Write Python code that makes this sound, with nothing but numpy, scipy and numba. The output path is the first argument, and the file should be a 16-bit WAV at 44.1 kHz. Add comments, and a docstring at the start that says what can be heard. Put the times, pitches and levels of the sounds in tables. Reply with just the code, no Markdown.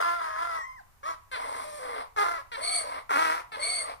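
"""In a dirt yard a donkey brays: a long held note that thins into a squeal, a short grunt, then harsh out-strokes
("haw") that alternate with rasping in-strokes ("hee"), the last two breaking into a shrill whistle.
Fold pulses and puffs of air ring the throat; rasp and hiss are filtered noise; squeals are sums of partials.
Ground and fence reflect the sound, which reaches the left microphone first, over faint outdoor air."""
import sys
import numpy as np
from scipy import signal
from scipy.fft import rfft, irfft
from scipy.io import wavfile
from scipy.ndimage import uniform_filter1d, map_coordinates
from numba import njit

SR = 44100
rng = np.random.default_rng(int(sys.argv[2]) if len(sys.argv) > 2 else 0)


def to_wav(s):
    """Save 16-bit WAV."""
    ch = np.atleast_2d(s).T  # columns
    pcm = np.round(np.clip(ch, -1, 1) * 32767)  # PCM
    wavfile.write(sys.argv[1], SR, pcm.astype(np.int16))


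N = 176400  # samples

# The long out-stroke. Each row: time in seconds, mean pitch in Hz, level in dB,
# roughness (held to 0-1), strong-weak alternation of the pulses (0-1).
HELD_NOTE = [(0, 700, -24, 1.11, 0), (.035, 688, -27.5, 0.77, 0.9), (.055, 686.6, -24, 0.33, 1),
             (.12, 685.4, -25.5, 0.32, 0.8), (.18, 683, -33.5, 0.14, 0), (.22, 659.2, -30.5, 0.6, 1),
             (.34, 631.4, -38, 0.39, 0.2), (.42, 679, -28, 0.53, 0.99), (.48, 686.7, -33, 0.33, 0.1),
             (.565, 647, -31.5, 0.41, 0.54), (.615, 638, -45, 1.2, 0.7)]
# Thin squeals, two over and after the held note and one over the grunt.
# Each row: time in seconds, mean pitch in Hz, level in dB before the partial levels.
SQUEALS = [
    [(.25, 1076, -47), (.32, 1064, -39.5), (.39, 1050, -39)],
    [(.55, 1084, -39), (.61, 1102, -43.5), (.68, 1040, -45.5), (.77, 1040, -55), (.815, 719, -52.5)],
    [(1.032, 1140, -44), (1.09, 1099, -35.5), (1.14, 1165, -48)],
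]


def brays():
    """Out-strokes as source and filter: each has its own pitch course, airy treble and mouth resonance."""
    # Each row: time in seconds, mean pitch in Hz, level in dB, roughness (0-1), pulse alternation (0-1).
    grunt_rows = [(1.03, 545.3, -41.5, 0.16, 0.059), (1.065, 636, -33.5, 0.37, 0.25),
                  (1.11, 655.6, -33.5, 0.41, 0.8), (1.155, 645, -49, 0.68, 0.37)]
    first_haw = [(2.161, 894.2, -39, 0.89, 1), (2.18, 824.6, -23.5, 0.41, 0.94),
                 (2.23, 820.6, -23, 0.35, 1), (2.234, 694, -26, 0.93, 0.9), (2.31, 692.3, -29, 0.52, 0.65),
                 (2.38, 650.4, -35.5, 0.21, 0.32), (2.385, 555, -36, 0.18, 0.081),
                 (2.415, 557, -42, 0.31, 0.081)]
    second_haw = [(3.092, 500.2, -34, 0.75, 0.054), (3.106, 448.4, -25, 0.84, 0.027),
                  (3.135, 272.8, -24, 0.27, 0), (3.17, 284, -22.5, 0.55, 0),
                  (3.188, 320.5, -22.5, 0.3, 0.26), (3.32, 322.8, -26, 0.31, 0.66),
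                  (3.42, 350.2, -40, 0.76, 0.69)]
    out = haw(HELD_NOTE, low_cut_hz=426, treble_air=0.46, buzz_hz=1825, mouth_db=-6.5)
    out = out + haw(grunt_rows, low_cut_hz=320, treble_air=0.63, buzz_hz=1740, mouth_db=-10)
    out = out + haw(first_haw, low_cut_hz=336, treble_air=0.61, buzz_hz=2130, mouth_db=-4)
    return out + haw(second_haw, low_cut_hz=157, treble_air=1.4, buzz_hz=3720, mouth_db=3.5)


def haw(rows, low_cut_hz, treble_air, buzz_hz, mouth_db, rattle_db=2.5, rattle_hz=170, wobble=.022):
    """Modulated source and filter: folds slip between clear, doubled and rough; tissue rattles, the mouth rings."""
    # Throat response. Each row: frequency in Hz, gain in dB.
    throat_curve = [(170, -35.5), (275, -9.5), (340, -21), (440, -8.5), (620, -9), (820, 0), (1000, 5.5),
                    (1350, -1.5), (1650, -7), (1950, -5), (2800, -17.5), (4200, -22), (5200, -24.5),
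                    (7600, -37), (8700, -31), (12000, -37.5), (15000, -57)]
    mouth_hz, mouth_width_hz = 1379, 79
    gate, hz, db, rough, half = follow(rows)
    rough = np.clip(rough, 0, 1)
    hz = hz * (1 + .008 * walk(45) + wobble * rough * walk(200))
    sound = voice(hz, rough, np.clip(half, 0, 1), throat_curve, treble_air=treble_air, buzz_hz=buzz_hz)
    # the rattle is an amplitude modulation at a wandering rate
    rattle_phase = 2 * np.pi * np.cumsum(rattle_hz * (1 + .35 * walk(120))) / SR
    sound = sound * undb(rattle_db * np.sqrt(rough) * np.sin(rattle_phase))
    mouth = ring(sound, mouth_hz * (1 + 0.012 * walk(26)), float(mouth_width_hz))
    sound = scatter(sound + undb(mouth_db) * mouth)
    sound = signal.sosfilt(signal.butter(3, low_cut_hz, "high", fs=SR, output="sos"), sound)
    return gate * undb(db) * steady(sound)


def voice(hz, rough, half, throat, jitter=0.044, shimmer=0.5, breath=0.84, treble_air=.7, buzz_hz=2700,
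          puff_s=0.0019):
    """Source and filter: fold pulses, each with a decaying puff of air, ring the throat; treble is mostly air."""
    pulses = folds(hz, jitter * rough, shimmer * rough, half, rng.standard_normal((N // 20, 2)))
    puff_envelope = signal.lfilter([1], [1, -np.exp(-1 / (puff_s * SR))], pulses)
    puffs = steady(noise() * puff_envelope)
    high_puffs = signal.sosfilt(signal.butter(4, buzz_hz, "high", fs=SR, output="sos"), puffs)
    buzz = steady(pulses - uniform_filter1d(pulses, SR // 100))  # less its mean over 10 ms
    source = lowpass(buzz, buzz_hz) + breath * rough * puffs + treble_air * high_puffs
    return steady(colour(source, throat))


@njit
def folds(hz, jitter, shimmer, half, chance):
    """Relaxation oscillation: one pulse per closure of the vocal folds, each with its own period and size."""
    out, phase, k = np.zeros(len(hz) + 1), 0., 0
    for i in range(len(hz)):
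        step = hz[i] * np.exp(jitter[i] * chance[k, 0]) / SR
        phase += step
        if phase >= 1:
            phase, k = phase - 1, k + 1
            size = np.exp(shimmer[i] * chance[k, 1]) * (1 + half[i] * (1 - 2 * (k % 2)))
            # share the pulse between two samples to place it between them
            out[i] += size * phase / step
            out[i + 1] += size * (1 - phase / step)
    return out[:-1]


def scatter(x):
    """All-pass dispersion: each pulse spreads over a few milliseconds."""
    delay_s, feedback = .0017, 0.46
    a = np.r_[1, np.zeros(int(delay_s * SR)), feedback]
    return signal.lfilter(a[::-1], a, x)


def hees(rasp_db=1.5, hiss_rasp_db=2, drift=0.074, hollow_width_hz=330):
    """Turbulence in resonators: air flutters in the throat, hisses at the nostrils and wheezes in an arch."""
    # In-strokes. Each row: time in seconds, level of the rasp in dB, level of the hiss in dB.
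    strokes = [
        [(1.314, -52, -52), (1.36, -34.5, -58), (1.62, -35.5, -52), (1.67, -46.5, -54.5), (1.77, -49.5, -52),
         (1.83, -38.5, -56.5), (2.01, -34, -63.5), (2.07, -50.5, -86)],
        [(2.516, -57.5, -58.5), (2.58, -34, -58.5), (2.72, -40.5, -49.5), (2.92, -34.5, -58.5),
         (2.99, -37, -69), (3.03, -54, -77)],
        [(3.518, -44.5, -60), (3.62, -34.5, -61), (3.73, -40, -53.5), (3.92, -35.5, -62), (3.97, -58, -75)],
    ]
    # Breathy wheezes of the last two. Each row: time in seconds, centre in Hz, level in dB of the lower resonance.
    wheeze_rows = [
        [(2.57, 511, -47), (2.65, 693, -38.5), (2.75, 725, -37), (2.9, 544, -49)],
        [(3.57, 540, -45), (3.72, 737, -41), (3.89, 576, -51.5)],
    ]
    # Response of the throat, then of the nostrils. Each row: frequency in Hz, gain in dB.
    throat_curve = [(200, -42), (275, -9), (340, -24.5), (450, -2), (650, 2.5), (1000, 8), (1400, -3.5),
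                    (1700, -7), (2100, -4.5), (2650, -17), (3600, -18), (5200, -21.5), (7000, -54),
                    (9000, -24.5), (14500, -53.5)]
    nostril_curve = [(5500, 4.5), (7400, -5.5), (8400, 9.5), (9700, 6), (11800, -3), (15000, -20)]
    # Wandering resonances of the narrowed throat. Each row: mean centre in Hz, width in Hz, added level in dB.
    throat_rings = [(290, 12, 0.5), (1083, 102, 2), (2160, 72, 0.5)]
    # a second resonance and a hollow move with the wheeze, at fixed multiples of its centre
    wheeze_width_hz, upper_ratio, upper_db, hollow_ratio = 55, 1.75, -5, 1.27

    rasp = colour(noise() * undb(rasp_db * walk(260)), throat_curve)
    rings = sum(undb(db) * ring(rasp, hz * (1 + drift * walk(17)), float(width))
                for hz, width, db in throat_rings)
    rasp = steady(rasp + rings)
    wheeze = 0
    for gate, hz, db in map(follow, wheeze_rows):
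        # the hollow deepens as the wheeze grows
        rasp = rasp - gate * undb(db - db.max()) * ring(rasp, hollow_ratio * hz, float(hollow_width_hz))
        upper = undb(upper_db) * airy(upper_ratio * hz, 2 * wheeze_width_hz)
        wheeze = wheeze + gate * undb(db) * (airy(hz, wheeze_width_hz) + upper)
    hiss = steady(colour(noise() * undb(hiss_rasp_db * walk(260)), nostril_curve))
    return wheeze + sum(gate * (undb(db) * rasp + undb(hiss_db) * hiss)
                        for gate, db, hiss_db in map(follow, strokes))


def creaks(rough=0.298):
    """Source and filter on the in-breath: the folds catch on the incoming air and buzz at a falling pitch."""
    # Voiced starts of the in-strokes. Each row: time in seconds, mean pitch in Hz, level in dB.
    creak_rows = [
        [(1.314, 540, -39.5), (1.348, 509, -32), (1.38, 406, -41.5)],
        [(2.516, 490, -38), (2.56, 442.4, -35)],
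        [(3.518, 446.5, -41), (3.56, 419.3, -36.5)],
    ]
    # Throat response. Each row: frequency in Hz, gain in dB.
    throat_curve = [(300, -25), (1000, -1), (2100, -5.5), (2700, -14), (4400, -11.5), (9000, -57)]
    out = 0
    for gate, hz, db in map(follow, creak_rows):
        buzz = voice(hz, np.full(N, rough), np.zeros(N), throat_curve, buzz_hz=4200, treble_air=0.71)
        out = out + gate * undb(db) * buzz
    return out


def whistles(waver=0.0087, flutter_db=3.0, under_db=(-7, -3.5), under_width_hz=100, arch=0.0091,
             chop_hz=620, chop_db=5, jet_hz=3400, jet_width_hz=1900, jet_db=-14):
    """Jet tone with a breathy subharmonic: the octave below rises with level, and folds chop a bright band above."""
    # Each row: time in seconds, mean pitch in Hz, level in dB that scales the note, its octave and the jet,
    # level of the shrill band in dB.
    whistle_rows = [
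        [(2.61, 4530, -55, -54), (2.632, 4386, -33.5, -40.5), (2.734, 4448, -33.5, -38),
         (2.752, 4470, -33, -31.5), (2.81, 4436, -36.5, -41), (2.835, 4630, -74, -56)],
        [(3.595, 4500, -47, -53.5), (3.63, 4426, -32, -38.5), (3.76, 4460, -35.5, -39),
         (3.812, 4425, -37, -39.5), (3.85, 4640, -60, -51)],
    ]
    # Response of the shrill band. Each row: frequency in Hz, gain in dB.
    shrill_curve = [(5500, -39), (6800, -11), (7600, -29), (8250, 5), (8880, 4.5), (9400, -5), (9850, 3),
                    (10700, -51), (15000, -52)]
    out = 0
    for rows, low_db in zip(whistle_rows, under_db):
        gate, hz, db, shrill_db = follow(rows)
        phase = 2 * np.pi * np.cumsum(hz * (1 + waver * walk(350))) / SR
        under = airy(hz / 2 * np.exp(arch * (db - db.max() + 2)), under_width_hz)
        jet = airy(np.full(N, float(jet_hz)), jet_width_hz)
        note = undb(flutter_db * walk(160)) * np.sin(phase) + undb(low_db) * under + undb(jet_db) * jet
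        chop_phase = 2 * np.pi * np.cumsum(chop_hz * (1 + .15 * walk(300))) / SR
        chop = undb(chop_db * np.sin(chop_phase) + 2.5 * walk(200))
        shrill = steady(colour(noise() * chop, shrill_curve))
        out = out + gate * (undb(db) * note + undb(shrill_db) * shrill)
    return out


def squeals():
    """Harmonic series of tightened folds: thin squeals, and a higher note over the end of the held note."""
    # The higher note. Each row: time in seconds, mean pitch in Hz, level in dB before the partial levels.
    overtone_rows = [(.55, 2027, -53), (.625, 1873, -42.5), (.665, 2077, -52), (.755, 2110, -64.5),
                     (.78, 1900, -57.5), (.8, 1490, -57)]
    out = sum(tone(rows, partials_db=[3.0, -17, -28, -42, -26, -30], waver=0.0085) for rows in SQUEALS)
    return out + tone(overtone_rows, partials_db=[5.0, -36, -21, -24.5], waver=0.0073)


def falling_hum():
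    """Harmonic series on a gliding fundamental: a falling hum within the first in-stroke."""
    # Each row: time in seconds, mean pitch in Hz, level in dB before the partial levels.
    hum_rows = [(1.64, 614.3, -43.5), (1.785, 591.7, -46), (1.795, 522, -44), (1.92, 478.3, -45.5),
                (2.0, 423, -50)]
    return tone(hum_rows, partials_db=[0, -6, -14, -16], waver=0.01)


def tone(rows, partials_db, waver):
    """Additive synthesis: harmonics locked to one wavering phase give a nearly pure note of the tightened folds."""
    gate, hz, db = follow(rows)
    phase = 2 * np.pi * np.cumsum(hz * (1 + waver * walk(250))) / SR
    partials = sum(undb(level) * np.sin((k + 1) * phase) for k, level in enumerate(partials_db))
    return gate * undb(db + walk(90)) * np.sqrt(2) * partials


def sidebands(sum_db=-7, difference_db=-11, width_hz=45):
    """Intermodulation: the first squeal beats with the held note and adds two rough combination tones."""
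    gate, hz, db = follow(SQUEALS[0])
    held_hz = follow(HELD_NOTE)[1]
    sum_tone = undb(sum_db) * airy(hz + held_hz, width_hz)
    difference_tone = undb(difference_db) * airy(2 * hz - held_hz, width_hz)
    return gate * undb(db) * (sum_tone + difference_tone)


def airy(hz, width):
    """Resonant turbulence: noise blown through two equal resonances in series."""
    return steady(ring(ring(noise(), hz, float(width)), hz, float(width)))


@njit
def ring(x, hz, width):
    """Second-order resonance whose centre may move; gain 1 at the centre."""
    y, band, low = np.empty(len(x)), 0., 0.
    for i in range(len(x)):
        g, damping = np.tan(np.pi * hz[i] / SR), width / hz[i]
        v = (band + g * (x[i] - low)) / (1 + g * (g + damping))
        band, low, y[i] = 2 * v - band, low + 2 * g * v, damping * v
    return y


def follow(rows):
    """Piecewise-linear control: a gate that is open over the rows' span, then each column over time."""
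    edge_s = 0.00133  # the gate closes over twice this, after the last row
    t, rows = np.arange(N) / SR, np.array(rows, float)
    opening = np.clip((t - rows[0, 0]) / edge_s, 0, 1)
    closing = np.clip((rows[-1, 0] - t) / (2 * edge_s) + 1, 0, 1)
    return [opening * closing] + [np.interp(t, rows[:, 0], column) for column in rows.T[1:]]


def undb(db):
    """Logarithmic level: decibels to amplitude gain."""
    return 10 ** (np.asarray(db) / 20)


def noise():
    """White noise: equal mean power at every frequency."""
    return rng.standard_normal(N)


def walk(rate):
    """Smoothed random modulation, with a spread near 1 and about rate new values a second."""
    k = max(int(SR / rate), 1)
    steps = np.repeat(rng.standard_normal(N // k + 1), k)
    return 1.3 * uniform_filter1d(uniform_filter1d(steps, k), k)[:N]


def colour(x, points):
    """Minimum-phase filtering: a causal response through the given (Hz, dB) points, by folding the cepstrum."""
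    size = 2048
    hz, db = np.array(points, float).T
    bins_hz = np.arange(size // 2 + 1) * SR / size
    cepstrum = irfft(np.log(undb(np.interp(np.log(bins_hz + 1), np.log(hz), db))))
    cepstrum[1:size // 2] *= 2
    cepstrum[size // 2 + 1:] = 0
    return signal.oaconvolve(x, irfft(np.exp(rfft(cepstrum))))[:N]


def lowpass(x, hz):
    """Fourth-order Butterworth low-pass: maximally flat below the corner."""
    return signal.sosfilt(signal.butter(4, min(hz, SR / 2 - 1), fs=SR, output="sos"), x)


def steady(x):
    """Level normalisation: hold the rms over 40 ms near 1."""
    return x / np.sqrt(np.abs(uniform_filter1d(x * x, SR // 25)) + 1e-12)


def yard(x):
    """Reverberation by convolution: near reflections from ground and fence, and a faint dull tail from the houses."""
    near_db, near_s = 5, 0.019  # level, and time for the amplitude to fall to 1/e
    tail_db, tail_t60_s = -16.5, 0.35  # level, and time to fall by 60 dB
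    t = np.arange(SR) / SR
    near = np.diff(rng.standard_normal(SR + 1))  # the treble scatters most
    near = near * np.exp(-t / near_s) * (t > .001)
    tail = lowpass(rng.standard_normal(SR), 7300) * undb(-60 * t / tail_t60_s) * (t > .02)
    response = undb(near_db) * near / np.linalg.norm(near) + undb(tail_db) * tail / np.linalg.norm(tail)
    return signal.oaconvolve(x, response)[:N]


def microphones(donkey):
    """Interaural-style differences: the direct sound comes later at the right, and the left is brighter."""
    # The pair turns slowly. Each row: time in seconds, lag of the right microphone in seconds.
    lag_rows = [(0, 0.00059), (1, 0.00054), (4, 0.00048)]
    # Balance of the pair. Each row: frequency in Hz, left over right in dB.
    balance = [(700, 0), (14500, 3.5)]
    t = np.arange(N) / SR
    lag = np.interp(t, *np.array(lag_rows).T)
    late = map_coordinates(donkey, [(t - lag) * SR], order=3)
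    # each side takes half of the balance and its own reflections
    left = colour(donkey + yard(donkey), [(hz, db / 2) for hz, db in balance])
    right = colour(late + yard(donkey), [(hz, -db / 2) for hz, db in balance])
    return np.array([left, right])


def background(rumble_hz=100):
    """Diffuse and coherent noise: faint outdoor air, separate in each channel, over a low distant rumble in both."""
    # Spectrum of the air. Each row: frequency in Hz, gain in dB.
    air_curve = [(15, -23), (25, -5), (109, -17.5), (363, -32), (1090, -21.5), (3340, -38), (14900, -36.5)]
    air_db, rumble_db = -61.5, -65.5
    air = np.array([colour(noise(), air_curve) for _ in range(2)])
    rumble = lowpass(noise(), rumble_hz)
    return undb(air_db) * air / air.std() + undb(rumble_db) * rumble / rumble.std()


def scene():
    """Superposition: the donkey's sounds add, reach two spaced microphones and join the background."""
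    donkey = brays() + hees() + whistles() + creaks()
    donkey = donkey + squeals() + sidebands() + falling_hum()
    return microphones(donkey) + background()


def record(dry):
    """Band limiting: a steep elliptic low-pass cuts the top."""
    top_hz = 15100
    return signal.sosfilt(signal.ellip(10, .2, 80, top_hz, fs=SR, output="sos"), dry)


dry = scene()
out = record(dry)
to_wav(out)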